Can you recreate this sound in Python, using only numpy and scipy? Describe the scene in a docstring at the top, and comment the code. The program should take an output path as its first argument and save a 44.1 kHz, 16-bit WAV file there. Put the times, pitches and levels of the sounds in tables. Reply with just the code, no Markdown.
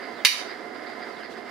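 """A gas torch rushes steadily in a small workshop, while a glass bottle turning on rollers scuffs in its
cradle and a faint whistle falls twice, a second apart. The heated bottle cracks with one sharp clink:
the fracture excites the modes of the glass, the room reverberates, and an automatic gain control
ducks for a moment. The flame burns on, with a brief puff of hiss near the end."""
import sys
import numpy as np
from scipy import signal
from scipy.fft import rfft, irfft, next_fast_len
from scipy.io import wavfile
from scipy.ndimage import uniform_filter1d, minimum_filter1d, map_coordinates

SR = 44100
rng = np.random.default_rng(int(sys.argv[2]) if len(sys.argv) > 2 else 0)


def generate_wav(signal):
    """Clip the signal to [-1, 1] and save it as 16-bit WAV at the path in sys.argv[1]."""
    frames = np.transpose(np.atleast_2d(signal))
    scaled = np.clip(frames, -1, 1) * 32767
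    pcm = np.round(scaled).astype(np.int16)
    wavfile.write(sys.argv[1], SR, pcm)


N = 66150


def amp(db):
    """Decibels to amplitude ratio."""
    return 10 ** (np.asarray(db) / 20)

def unit(x):
    """Normalisation to rms 1."""
    return x / np.sqrt(np.mean(x ** 2) + 1e-20)

def along(points, hz):
    """Interpolation on a logarithmic frequency axis."""
    freqs, values = np.transpose(points)
    return np.interp(np.log(hz + 1), np.log(freqs + 1), values)

def since(start_s):
    """Seconds after an onset, zero before it."""
    return np.maximum(np.arange(N) / SR - start_s, 0)

def pan(db):
    """Channel gains for an interaural level difference, left minus right."""
    return amp(np.array([[.5], [-.5]]) * db)

def wobble(rate_hz):
    """Smooth random modulation: a spline through rate_hz knots a second."""
    knots = rng.standard_normal(int(N * rate_hz / SR) + 4)
    return map_coordinates(knots, [np.arange(N) * rate_hz / SR])

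def filtered(x, response):
    """Linear filtering: the spectrum times a frequency response."""
    size = next_fast_len(N + SR // 2)
    return irfft(rfft(x, size) * response(np.fft.rfftfreq(size, 1 / SR)), size)[..., :N]

def low_cut(x, hz):
    """A causal second-order high-pass."""
    return signal.sosfilt(signal.butter(2, hz, "highpass", fs=SR, output="sos"), x)


# interaural correlation of the bench noises: frequency_hz, correlation
BENCH_CORRELATION = [(60, -0.14), (150, 0.83), (380, 0.56), (950, 0.79), (2380, 0.57), (5980, 0.33),
                     (15000, -0.5)]
# their interaural level difference: frequency_hz, left_minus_right_db
BENCH_BALANCE = [(60, -34), (110, -3), (200, -7), (380, -8.5), (700, -11.5), (1290, -11), (2380, -5),
                 (4400, -5.5), (8120, -1.5), (15000, -1.5)]

def bench_noise(response):
    """Partial coherence: independent mid and side noises mix into a broad source right of centre."""
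    def mid_side_gains(hz):
        angle = np.arccos(np.clip(along(BENCH_CORRELATION, hz), -1, 1)) / 2
        return response(hz) * [np.cos(angle), np.sin(angle)]
    mid, side = filtered(rng.standard_normal((2, N)), mid_side_gains)
    stereo = np.array([mid + side, mid - side])
    return unit(filtered(stereo, lambda hz: pan(along(BENCH_BALANCE, hz))))


# spectral shape of the flame: frequency_hz, level_db
FLAME_SPECTRUM = [(18, -72), (30, -26), (59, -42), (88, -24.5), (174, -16), (198, -9.5), (244, 0),
                  (279, -3.5), (382, 0), (413, -6.5), (447, -2.5), (612, -6.5), (698, -1), (795, -10),
                  (1030, -9.5), (1120, -14), (1240, -8.5), (1840, -7), (2040, -6), (2390, -19), (4260, -22),
                  (4860, -20), (5990, -31.5), (11800, -38), (15800, -44)]
# resonances of flame and burner: centre_hz, half_width_hz, level_db
BURNER_RESONANCES = [(407, 29, -49.5), (732, 36, -51), (1027, 23, -54), (1737, 59, -57.5), (2082, 38, -49),
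                     (4867, 73, -59.5)]
# envelope of the flame's upper band: time_s, gain_db
FLAME_SWELL = [(0, 1.5), (.2, 0), (.52, 1.5), (0.698, -2), (.9, 0.5), (.98, -.5), (1.08, .5), (1.24, -1),
               (1.33, -5.5), (1.38, 1), (1.44, -3), (1.5, 1.5)]

def torch(level_db=-38, crossover_hz=850, flutter_db=.54):
    """Broadband flame noise with burner resonances; amplitude modulation makes it swell and flutter."""
    flame = amp(level_db) * bench_noise(lambda hz: amp(along(FLAME_SPECTRUM, hz)))
    for centre, half_width, db in BURNER_RESONANCES:
        flame += amp(db) * bench_noise(lambda hz: 1 / (1 + ((hz - centre) / half_width) ** 2))
    low = filtered(flame, lambda hz: 1 / (1 + (hz / crossover_hz) ** 4))
    swell_db = np.interp(since(0), *np.transpose(FLAME_SWELL))
    return (low + (flame - low) * amp(swell_db)) * amp(flutter_db * wobble(45.03))


# tones inside the rush: pitch_hz, level_db
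WHINE_TONES = [(96, -74), (711, -57)]

def whine(wander_rad=.7, wander_hz=14.05):
    """Random phase modulation makes two faint tones slightly unsteady."""
    tones = np.zeros(N)
    for hz, db in WHINE_TONES:
        phase = 2 * np.pi * hz * since(0) + wander_rad * wobble(wander_hz)
        tones += amp(db) * unit(np.sin(phase))
    return tones * pan(-8)


# rubs of the bottle on its cradle: start_s, length_s, level_db
SCUFF_EVENTS = [(0.02, 0.027, -41.5), (0.482, 0.033, -39), (0.742, 0.021, -46), (0.863, 0.011, -38.5),
                (0.897, 0.039, -49), (1.013, 0.02, -43), (1.227, 0.024, -41.5), (1.484, .03, -51)]
# spectral shape of the rubbing: frequency_hz, level_db
SCUFF_SPECTRUM = [(200, -35), (1200, 6.5), (2100, 17.5), (2600, -3), (4200, 3.5), (4950, 10.5), (5600, -30),
                  (12000, -42)]

def scuffs(attack_s=.002, release_s=.028, grit_db=2):
    """Friction noise: the turning glass catches and rubs in short, gritty bursts."""
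    envelope = np.zeros(N)
    for start, length, db in SCUFF_EVENTS:
        rise = 1 - np.exp(-since(start) / attack_s)
        envelope += amp(db) * rise * np.exp(-since(start + length) / release_s)
    grit = unit(amp(grit_db * wobble(400)))
    return envelope * grit * bench_noise(lambda hz: amp(along(SCUFF_SPECTRUM, hz)))


# faint falling whistles: start_s, level_db
WHISTLE_EVENTS = [(.125, -56.5), (1.115, -56.5)]

def whistles(start_hz=4900, fall_octaves_per_s=7, length_s=.16, width_hz=600):
    """Narrowband noise is heard as an airy pitch, which falls as the band glides down."""
    out = np.zeros(N)
    for start, db in WHISTLE_EVENTS:
        t = since(start)
        phase = 2 * np.pi * np.cumsum(start_hz * 2 ** (-fall_octaves_per_s * t)) / SR
        band = wobble(width_hz) * np.sin(phase) + wobble(width_hz) * np.cos(phase)
        envelope = np.sqrt(np.sin(np.pi * np.minimum(t / length_s, 1)))
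        out += amp(db) * band * envelope
    return out * pan(-9)


# jumps of the fracture through the glass: start_s, relative_level_db
CRACK_JUMPS = [(0.2492, 11), (0.2505, 4.5), (0.2542, -32), (0.2552, 4.5), (0.2574, -7), (0.268, 5.5)]
# spectral shape of the fracture: frequency_hz, level_db
SNAP_SPECTRUM = [(100, -60), (400, -8), (700, -27), (1000, -12.5), (1450, -17.5), (1800, -1.5), (2900, -1),
                 (3450, -12.5), (3830, 2.5), (4130, -14), (4450, 1.5), (5200, -8.5), (6100, -4),
                 (6550, -23), (7300, -12.5), (7950, -23), (9000, -15), (11400, -14), (12700, -28),
                 (14400, -20), (15800, -27)]
# its stereo width: frequency_hz, side_to_mid_ratio
SNAP_SPREAD = [(500, 0.27), (3000, 0.59), (8000, 0.72), (14000, 0.82)]
BOTTLE_PAN_DB = -4.5

def crack(level_db=-8, t60_s=.032, radiation_cutoff_hz=480):
    """Brittle fracture: each jump is a snap coloured by the glass wall, which radiates little bass."""
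    def mid_side_gains(hz):
        return amp(along(SNAP_SPECTRUM, hz)) * [np.ones_like(hz), along(SNAP_SPREAD, hz)]
    bursts = sum(amp(db - 60 * since(start) / t60_s) * (since(start) > 0) for start, db in CRACK_JUMPS)
    mid, side = filtered(rng.standard_normal((2, N)), mid_side_gains)
    noise = unit(np.array([mid + side, mid - side]))
    return low_cut(amp(level_db) * bursts * noise * pan(BOTTLE_PAN_DB), radiation_cutoff_hz)


# normal modes of the bottle: pitch_hz, relative_level_db, t60_s
BOTTLE_MODES = [(1901, -5, .28), (2150, -2, .12), (2188, -5, .24), (2368, -5, .22), (2427, -2, .26),
                (2611, -8, .26), (2870, 2, .19), (3236, -10, .24), (3742, -3, .29), (3793, -8, .36),
                (3860, 1, .16), (3950, -1, .23), (4419, -2, .17), (4615, -5, .28), (4843, -7, .35),
                (5604, 1, .19), (5808, -5, .24), (6035, -1, .22), (7063, -17, .32), (10950, -7, .14),
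                (11700, -14, .28), (12305, -23, .32), (13260, -16, .23), (14400, -11, .24)]

def ringing(level_db=-14, spread_hz=13000, wander_rad=.5, wander_hz=45):
    """Free vibration: released by the first jump, the glass rings in exponentially damped modes."""
    t = since(CRACK_JUMPS[0][0])
    ring = np.zeros((2, N))
    for hz, db, t60 in BOTTLE_MODES:
        # higher modes tend to differ more in phase between the ears
        ear_phase = np.array([[1], [-1]]) * rng.standard_normal() * hz / spread_hz
        phase = ear_phase + np.pi * rng.integers(2) + wander_rad * wobble(wander_hz)
        ring += amp(db - 60 * t / t60) * np.sin(2 * np.pi * hz * t + phase)
    return amp(level_db) * ring * (t > 0) * pan(BOTTLE_PAN_DB)


# reverberation time of the workshop: frequency_hz, t60_s
ROOM_DECAY = [(300, 1), (2000, 0.29), (5000, 0.31), (9000, 0.28), (14000, 0.21)]

def reverberation(x, level_db=-4.5, low_cut_hz=790, gap_s=.0039):
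    """A diffuse field: convolution with a noise tail, different at each ear, whose treble dies first."""
    hz, t, spectra = signal.stft(rng.standard_normal((2, SR)), SR, nperseg=256)
    decay = amp(-60 * t / along(ROOM_DECAY, hz)[:, None])
    tail = signal.istft(spectra * decay, SR, nperseg=256)[1]
    tail /= np.linalg.norm(tail[0])
    delayed = np.pad(low_cut(x, low_cut_hz).mean(0), (int(gap_s * SR), 0))
    return amp(level_db) * signal.fftconvolve(delayed[None], tail, axes=1)[:, :N] * pan(-6.5)


def early_reflections(x, level_db=-12.5, count=12, delay_range_s=(.006, .035)):
    """Superposition: the bench and near walls return delayed copies of random polarity to each ear."""
    delays = rng.uniform(*delay_range_s, (2, count, 1))
    signs = rng.choice([-1, 1], (2, count, 1))
    copies = filtered(x, lambda hz: np.sum(signs * np.exp(-2j * np.pi * hz * delays), axis=1))
    return amp(level_db) * copies / np.sqrt(count)


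# hissing puffs of the flame: peak_s, level_db
PUFF_EVENTS = [(1.155, -64), (1.324, -48)]
# spectral shape of a puff: frequency_hz, level_db
PUFF_SPECTRUM = [(2000, -2), (4000, 5), (8000, -9.5), (15000, -20)]

def puffs(half_width_s=.029):
    """Treble noise under Gaussian envelopes brightens the flame for an instant."""
    envelope = sum(amp(db) * np.exp(-((since(0) - peak) / half_width_s) ** 2) for peak, db in PUFF_EVENTS)
    return envelope * bench_noise(lambda hz: amp(along(PUFF_SPECTRUM, hz)))


def scene():
    """Linear superposition of the sources; only the snap and, more weakly, the ring excite the room."""
    snap, ring = crack(), ringing()
    into_room = snap + amp(-12) * ring
    echoes = early_reflections(into_room) + reverberation(into_room)
    return snap + ring + echoes + torch() + whine() + puffs() + scuffs() + whistles()


def record(dry, ceiling_db=-6, react_s=.002, hold_s=.027, recover_db_per_s=103, band_hz=(70, 15700)):
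    """Automatic gain control ducks, holds and recovers; clipping and band limiting follow."""
    react = int(react_s * SR)
    hold = 2 * int(hold_s * SR / 2) + 1
    power = uniform_filter1d(np.max(dry ** 2, axis=0), size=react // 2)
    level_db = 10 * np.log10(np.abs(power) + 1e-12)
    duck_db = np.minimum(ceiling_db - level_db, 0)
    held_db = minimum_filter1d(duck_db, hold, origin=hold // 2, mode="nearest")
    climb_db = recover_db_per_s * since(0)
    gain_db = np.minimum.accumulate(held_db - climb_db) + climb_db  # caps the rate of recovery
    smooth_db = uniform_filter1d(minimum_filter1d(gain_db, 2 * react), react)
    clipped = np.clip(dry * amp(smooth_db), -1, 1)
    return filtered(low_cut(clipped, band_hz[0]), lambda hz: hz < band_hz[1])


dry = scene()
out = record(dry)
generate_wav(out)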